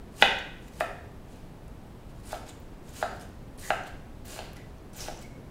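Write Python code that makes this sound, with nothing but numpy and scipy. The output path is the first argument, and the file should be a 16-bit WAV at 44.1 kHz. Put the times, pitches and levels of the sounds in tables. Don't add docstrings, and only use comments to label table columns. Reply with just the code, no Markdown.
import sys
import numpy as np
from scipy import signal
from scipy.fft import rfft, irfft
from scipy.io import wavfile
from scipy.ndimage import uniform_filter1d

SR = 44100
rng = np.random.default_rng(int(sys.argv[2]) if len(sys.argv) > 2 else 0)


def master(y):
    cut = np.clip(np.atleast_2d(y).T, -1, 1)
    pcm = np.round(cut * 32767)
    wavfile.write(sys.argv[1], SR, pcm.astype(np.int16))


def amplitude_ratio(level_db):
    exponent = np.asarray(level_db, float) / 20
    return 10 ** exponent


N = 242682

# (time [s], peak [dB], contact [ms], crack re peak [dB], rattle re peak [dB])
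KNOCKS = [
    (0.2231, 0.5, 0.21, -33, -11),
    (.807, -12.5, 0.3, -26, -22.5),
    (2.329, -22, 0.59, -27, -18),
    (3.0263, -13.5, 0.15, -26, -15),
    (3.7038, -10, 0.39, -21.5, -20.5),
    (4.3893, -27, 0.2, -17, -2),
    (5.0828, -25.5, 0.51, -16, -18),
]


def evened(x):
    return x / np.sqrt(np.mean(x ** 2) + 1e-20)


def read(points, hz):
    f, value = np.transpose(points)
    return np.interp(np.log(hz + 1), np.log(f + 1), value)


def add(mix, s, sound):
    part = mix[round(s * SR):][:len(sound)]
    part += sound[:len(part)]


def colour(x, points):
    gain = amplitude_ratio(read(points, np.fft.rfftfreq(len(x), 1 / SR)))
    return evened(irfft(rfft(x) * gain, len(x)))


def resonate(x, hz, width):
    turn = np.exp(2j * np.pi * np.cumsum(hz * np.ones(len(x))) / SR)
    r = np.exp(-np.pi * width / SR)
    return evened((turn * signal.lfilter([1], [1, -2 * r, r * r], x / turn)).real)


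def ring(modes, contact_ms, spread_ms=0.94):
    t = np.arange(3000)[:, None] / SR
    hz, width, db = np.transpose(modes)
    width = np.maximum(width, .06 * hz)
    sign = (-1) ** np.arange(len(hz))
    decay = np.exp(-np.pi * width * t)
    free = (sign * amplitude_ratio(db) * width / hz * decay * np.sin(2 * np.pi * hz * t)).sum(axis=1)
    free *= 1 - np.exp(-(t[:, 0] / (spread_ms / 1000)) ** 2)
    push = np.sin(np.pi * np.clip(t[:200, 0] / (contact_ms / 1000), 0, 1)) ** 2
    sound = np.diff(np.convolve(free, push)[:len(t)], prepend=0)
    return sound / abs(sound).max()


def board():
    # (frequency [Hz], width [Hz], level [dB])
    far_end = [(192, 55, -16), (400, 210, -15.5), (546, 240, -4.5), (781, 19, -0.5), (907, 130, -4.5),
               (1500, 190, -1.5), (1870, 120, -8.5), (1990, 170, -1.5), (2503, 150, -2.5), (2930, 160, -2),
               (3413, 240, -3.5), (3900, 470, -6.5), (4740, 600, -13), (6150, 920, -31.5)]
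    near_end = [(398, 68, -9.5), (540, 550, -9), (678, 106, 3), (1170, 67, -13), (1330, 67, -8.5),
                (1787, 240, -3), (2440, 150, -10.5), (2730, 730, -11), (3420, 590, -12)]
    middle = [(400, 50, -6.5), (623, 180, 0), (720, 125, 7.5), (1282, 150, -5.5), (1570, 510, 0),
              (2610, 260, -18.5)]
    centre = [(415, 270, -4.5), (644, 110, 3.5), (754, 98, 9), (1330, 210, 2), (1585, 110, 2.5),
              (1900, 1000, 9), (2770, 370, 2.5)]
    cushioned = [(450, 110, -6), (576, 500, -3), (741, 150, 2.5), (1390, 430, -8), (2760, 250, -6.5)]
    places = [far_end, near_end, middle, middle, centre, cushioned, cushioned]
    # (frequency [Hz], density [dB per Hz])
    crack_spectrum = [(1500, -41.5), (3200, -0.5), (6000, -12), (9000, -25.5), (15000, -26.5)]
    # (frequency [Hz], density [dB per Hz])
    rattle_spectrum = [(700, -13.5), (1150, -21), (1600, -8.5), (3200, -5), (4200, -1), (5500, -9.5),
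                       (7000, -16), (10000, -35)]
    # (time [s], peak [dB], pitch [Hz], t60 [s])
    lifts = [
        (4.567, -46, 1990, 0.032),
        (5.1861, -49, 2930, 0.03),
    ]
    crack_s, rattle_s = .0006, 0.0044

    out = np.zeros(N)
    t = np.arange(800) / SR
    for (s, db, contact_ms, crack_db, rattle_db), modes in zip(KNOCKS, places):
        add(out, s, amplitude_ratio(db) * ring(modes, contact_ms))
        crack = colour(rng.standard_normal(len(t)), crack_spectrum) * t / .0003 * np.exp(-t / crack_s)
        add(out, s, amplitude_ratio(db + crack_db) * crack)
        rattle = colour(rng.standard_normal(len(t)), rattle_spectrum)
        rattle = rattle * t / rattle_s * np.exp(-2 * t / rattle_s)
        add(out, s, amplitude_ratio(db + rattle_db) * rattle)
    for s, db, hz, t60 in lifts:
        add(out, s, amplitude_ratio(db) * ring([(hz, 1.7 / t60, 0)], contact_ms=0.19))
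    return out


def contacts():
    # (bite [s], hardest [s], bite level [dB], hardest level [dB], landing level [dB])
    cuts = [
        (0.106, 0.207, -77.5, -46.5, -35.5),
        (0.716, 0.8, -68, -55.5, -37.5),
        (2.23, 2.29, -62, -55.5, -45.5),
        (2.924, 2.968, -65, -50.5, -48.5),
        (3.576, 3.65, -56, -50, -48.5),
        (4.244, 4.308, -60, -48, -54),
        (4.925, 5.008, -65, -48, -55),
    ]
    # (whistle [Hz], whistle re hiss [dB], rub re hiss [dB])
    wet_slits = [(7300, -22.5, -1.5), (7700, -12, -1), (8200, -12, -1.5), (7060, -6, -1), (6960, -5, -4),
                 (7650, -22, 0), (5600, 2.5, 1)]
    # (start [s], length [s], hiss [dB], rub re hiss [dB])
    drags = [
        (0.22, 0.054, -48, 2),
        (0.8, 0.051, -54, 5.5),
        (2.335, 0.047, -53.5, 8.5),
        (3.025, 0.1, -66.5, 18.5),
        (3.715, 0.06, -59, -10),
        (4.389, 0.12, -64.5, 16),
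        (5.073, 0.088, -58, 9),
    ]
    # (peak [s], rise [s], fall [s], hiss [dB], rub re hiss [dB])
    smears = [(.63, 0.036, 0.021, -66, -5.5), (.678, .04, 0.025, -63, 3), (1.318, 0.067, .15, -67, 4.5),
              (2.112, .035, .008, -67, 2.5), (2.2, 0.075, .02, -68, 3), (2.494, 0.042, 0.015, -55.5, 4.5),
              (2.89, 0.058, 0.059, -60.5, 1.5), (3.165, .06, .02, -64, 6),
              (3.214, 0.016, 0.036, -55.5, 4.5), (3.873, .024, 0.018, -57, 11.5),
              (4.566, 0.014, 0.035, -61.5, 10), (5.226, .04, 0.022, -58, 4.5)]
    bite_hz, land_hz = 8900, 6800
    sag_db = 6.5
    bite_rub_db, land_rub_db = 1, 4
    drag_fade_db, smear_edge_db = -11, -14.5
    smear_hz, smear_whistle_db = 6980, -9

    for (bite, hard, *db), (hz, wet_db, rub_db), knock in zip(cuts, wet_slits, KNOCKS):
        rub = (rub_db + bite_rub_db, rub_db, rub_db + land_rub_db)
        whistle_hz = (bite_hz, hz, min(hz, land_hz))
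        whistle_db = (wet_db - sag_db, wet_db, wet_db - sag_db)
        yield (bite, hard, knock[0]), db, rub, whistle_hz, whistle_db
    for s, length, db, rub_db in drags:
        yield (s, s + length), (db, db + drag_fade_db), (rub_db,) * 2, (smear_hz,) * 2, (smear_whistle_db,) * 2
    for s, rise, fall, db, rub_db in smears:
        edge_db = db + smear_edge_db
        levels = (edge_db, db, edge_db)
        yield (s - rise, s, s + fall), levels, (rub_db,) * 3, (smear_hz,) * 3, (smear_whistle_db,) * 3


def strokes():
    # (frequency [Hz], density [dB per Hz])
    juice_spectrum = [(1760, -53.5), (3000, 4.5), (3480, -3.5), (3810, 3.5), (5070, 5.5), (6390, 7),
                      (9460, 6), (15600, -2.5), (16000, -25)]
    rub_spectrum = [(290, -5), (500, -5), (786, -4.5), (1120, -10.5), (1620, -7), (1910, -11), (2620, -8.5),
                    (5000, -14), (6500, -58), (11000, -120)]
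    bite_s, stop_s = 0.0066, .003

    burst_db = 2.9 * np.minimum(rng.exponential(1, (3, N // 16 + 1)), 5)
    bursts = rng.standard_normal((3, N)) * amplitude_ratio(burst_db).repeat(16, 1)[:, :N]
    clumps_db = 0.57 * evened(uniform_filter1d(rng.standard_normal(N), 250))
    juice = colour(bursts[0], juice_spectrum)
    rub = colour(bursts[1], rub_spectrum)
    out = np.zeros(N)
    for s, *columns in contacts():
        at = np.arange(round(s[0] * SR), round(s[-1] * SR))
        db, rub_db, hz, whistle_db = (np.interp(at / SR, s, c) for c in columns)
        gate = np.clip(np.minimum((at / SR - s[0]) / bite_s, (s[-1] - at / SR) / stop_s), 0, 1)
        wet = juice[at] + amplitude_ratio(whistle_db) * resonate(bursts[2, at], hz, width=1600)
        out[at] += amplitude_ratio(db + clumps_db[at]) * (wet + amplitude_ratio(rub_db) * rub[at]) * gate
    return out


def pops():
    # (time [s], peak [dB], pitch [Hz], snap [dB])
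    sticky_pops = [(.6784, -56, 7300, -12), (0.684, -50, 7150, 4), (.7367, -49, 6200, 0),
                   (1.3209, -51, 6090, -4), (2.1094, -64.5, 5160, -6.5), (2.1635, -57, 6660, -6),
                   (2.2563, -44, 9500, -6), (2.2917, -38, 9700, -9), (2.465, -46, 5300, -10),
                   (2.4984, -40, 8280, -12), (2.893, -45, 6900, 0), (3.1976, -42, 5260, 1),
                   (3.2103, -44, 5090, -13), (3.5778, -41, 9880, -8), (3.5944, -36, 9440, -10),
                   (3.6774, -32, 7700, -6), (3.837, -41, 6150, -5), (3.876, -42, 7500, -2),
                   (4.282, -35, 9700, 0), (4.568, -43, 5760, -6), (4.784, -53, 5800, -5),
                   (4.9337, -45, 5980, -4), (4.9696, -46, 6500, -8), (5.174, -38, 6000, -8),
                   (5.1913, -39, 7340, -16), (5.216, -41, 7820, -6), (5.2245, -40, 7760, -6),
                   (5.2324, -43, 5300, -9)]
    # (time [s], peak [dB], pitch [Hz])
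    film_ticks = [(.388, -31.5, 6600), (.621, -54, 10500), (.735, -54, 12500), (1.681, -39, 10360),
                  (2.83, -50, 14300), (1.778, -53.5, 14300), (1.8302, -52.5, 9900), (2.5531, -51, 10700),
                  (3.204, -44, 9180), (3.2254, -53, 9310), (3.2909, -44, 12500), (3.8264, -50, 10200),
                  (4.2537, -50, 14800), (4.533, -35, 12200), (4.5384, -59, 9240)]
    pop_cycles, tick_cycles, tick_snap_db = 6, 2.5, -8

    out = np.zeros(N)
    t = np.arange(400) / SR
    rows = [(*p, pop_cycles) for p in sticky_pops]
    rows += [(*p, tick_snap_db, tick_cycles) for p in film_ticks]
    edges = rng.standard_normal((len(rows), len(t) + 2))
    for (s, db, hz, snap_db, cycles), edge in zip(rows, edges):
        tone = np.sin(2 * np.pi * hz * t) * np.exp(-t * hz / cycles)
        snap = amplitude_ratio(snap_db) * (edge[2:] - edge[:-2]) * np.exp(-t / .00035)
        add(out, s, amplitude_ratio(db) * (tone + snap) * (1 - np.exp(-t / 0.0001)))
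    return out


def squeaks():
    # (time [s], length [s], frequency [Hz], width [Hz], level [dB])
    swells = [(0.178, 0.11, 2670, 500, -52), (2.25, 0.034, 9650, 1800, -59),
              (2.485, 0.015, 7300, 2200, -48.5), (2.599, 0.0055, 15000, 3500, -58),
              (2.486, 0.028, 3580, 900, -56), (3.59, .025, 9600, 1990, -56),
              (3.592, .012, 14300, 2500, -61), (3.61, 0.13, 1870, 450, -50), (3.68, 0.019, 7340, 1200, -49),
              (3.868, 0.011, 7350, 1500, -62), (4.252, .014, 14800, 2500, -52),
              (4.56, .012, 10500, 2000, -62), (4.562, 0.12, 2000, 450, -61),
              (3.204, 0.029, 9500, 1500, -62), (4.958, 0.035, 14000, 2500, -54),
              (5.216, 0.015, 14300, 3000, -66), (5.22, 0.053, 2203, 150, -56),
              (5.283, 0.044, 2183, 150, -65.5), (5.348, 0.0274, 2220, 150, -65.5)]
    stick_slip_width_hz, tone_db = 260, 1.5

    out = np.zeros(N)
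    for (s, length, hz, width, db), air in zip(swells, rng.standard_normal((len(swells), 6000))):
        swell = signal.windows.tukey(round(length * SR), .5)
        tone = amplitude_ratio(tone_db) * np.sin(2 * np.pi * hz * np.arange(len(swell)) / SR)
        tone = (width < stick_slip_width_hz) * tone
        add(out, s, amplitude_ratio(db) * swell * (resonate(air, hz, width)[:len(swell)] + tone))
    return out


def kitchen(x):
    # (frequency [Hz], t60 [s])
    decay_times = [(250, 0.89), (700, 0.49), (1700, 0.68), (3500, 0.59), (6000, 0.63), (12000, 0.38)]
    # (delay [s], level [dB])
    echoes = [
        (.0035, -11),
        (.0125, -24),
        (.016, -18.5),
    ]
    tail_db, rise_s = -2.5, 0.0026

    taps = rng.choice([-1., 1.], SR) * (rng.random(SR) < .15)
    hz, t, z = signal.stft(taps, SR, nperseg=256)
    tail = signal.istft(z * amplitude_ratio(-60 * t / read(decay_times, hz)[:, None]), SR, nperseg=256)[1]
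    tail *= 1 - np.exp(-(np.arange(len(tail)) / SR / rise_s) ** 2)
    tail *= amplitude_ratio(tail_db) / np.linalg.norm(tail[:SR // 10])
    tail[0] = 1
    for k, (s, db) in enumerate(echoes):
        tail[round(s * SR)] += (-1) ** k * amplitude_ratio(db)
    return signal.fftconvolve(x, tail)[:N]


def hum():
    # (frequency [Hz], density [dB per Hz])
    noise_spectrum = [(8.8, -25.5), (15, 1.5), (70, -5.5), (134, -7.5), (269, -12), (294, -13.5),
                      (748, -22), (944, -25), (1380, -30.5), (1640, -31.5), (2080, -34.5), (3220, -38.5),
                      (6290, -45.5), (10300, -47.5), (16000, -50.5)]
    noise = amplitude_ratio(-44.5) * colour(rng.standard_normal(N), noise_spectrum)
    whine = amplitude_ratio(-87) * resonate(rng.standard_normal(N), hz=7850, width=200)
    return noise + whine


def scene():
    near = pops() + squeaks()
    return (kitchen(board() + strokes() + .5 * near) + .5 * near + hum())[None]


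def top_cut(x):
    return signal.sosfilt(signal.butter(12, 16480, fs=SR, output="sos"), x)


def record(dry):
    ceiling, edge_hz = 1.1, 15840
    over = np.maximum(abs(dry) - ceiling / 2, 0)
    rounded = dry - np.sign(dry) * (over - ceiling / 2 * np.tanh(2 * over / ceiling))
    lowpass = signal.firwin(1023, edge_hz, window=("kaiser", 9), fs=SR)
    limited = signal.oaconvolve(rounded, lowpass[None], "same")
    return top_cut(limited)


dry = scene()
out = record(dry)
master(out)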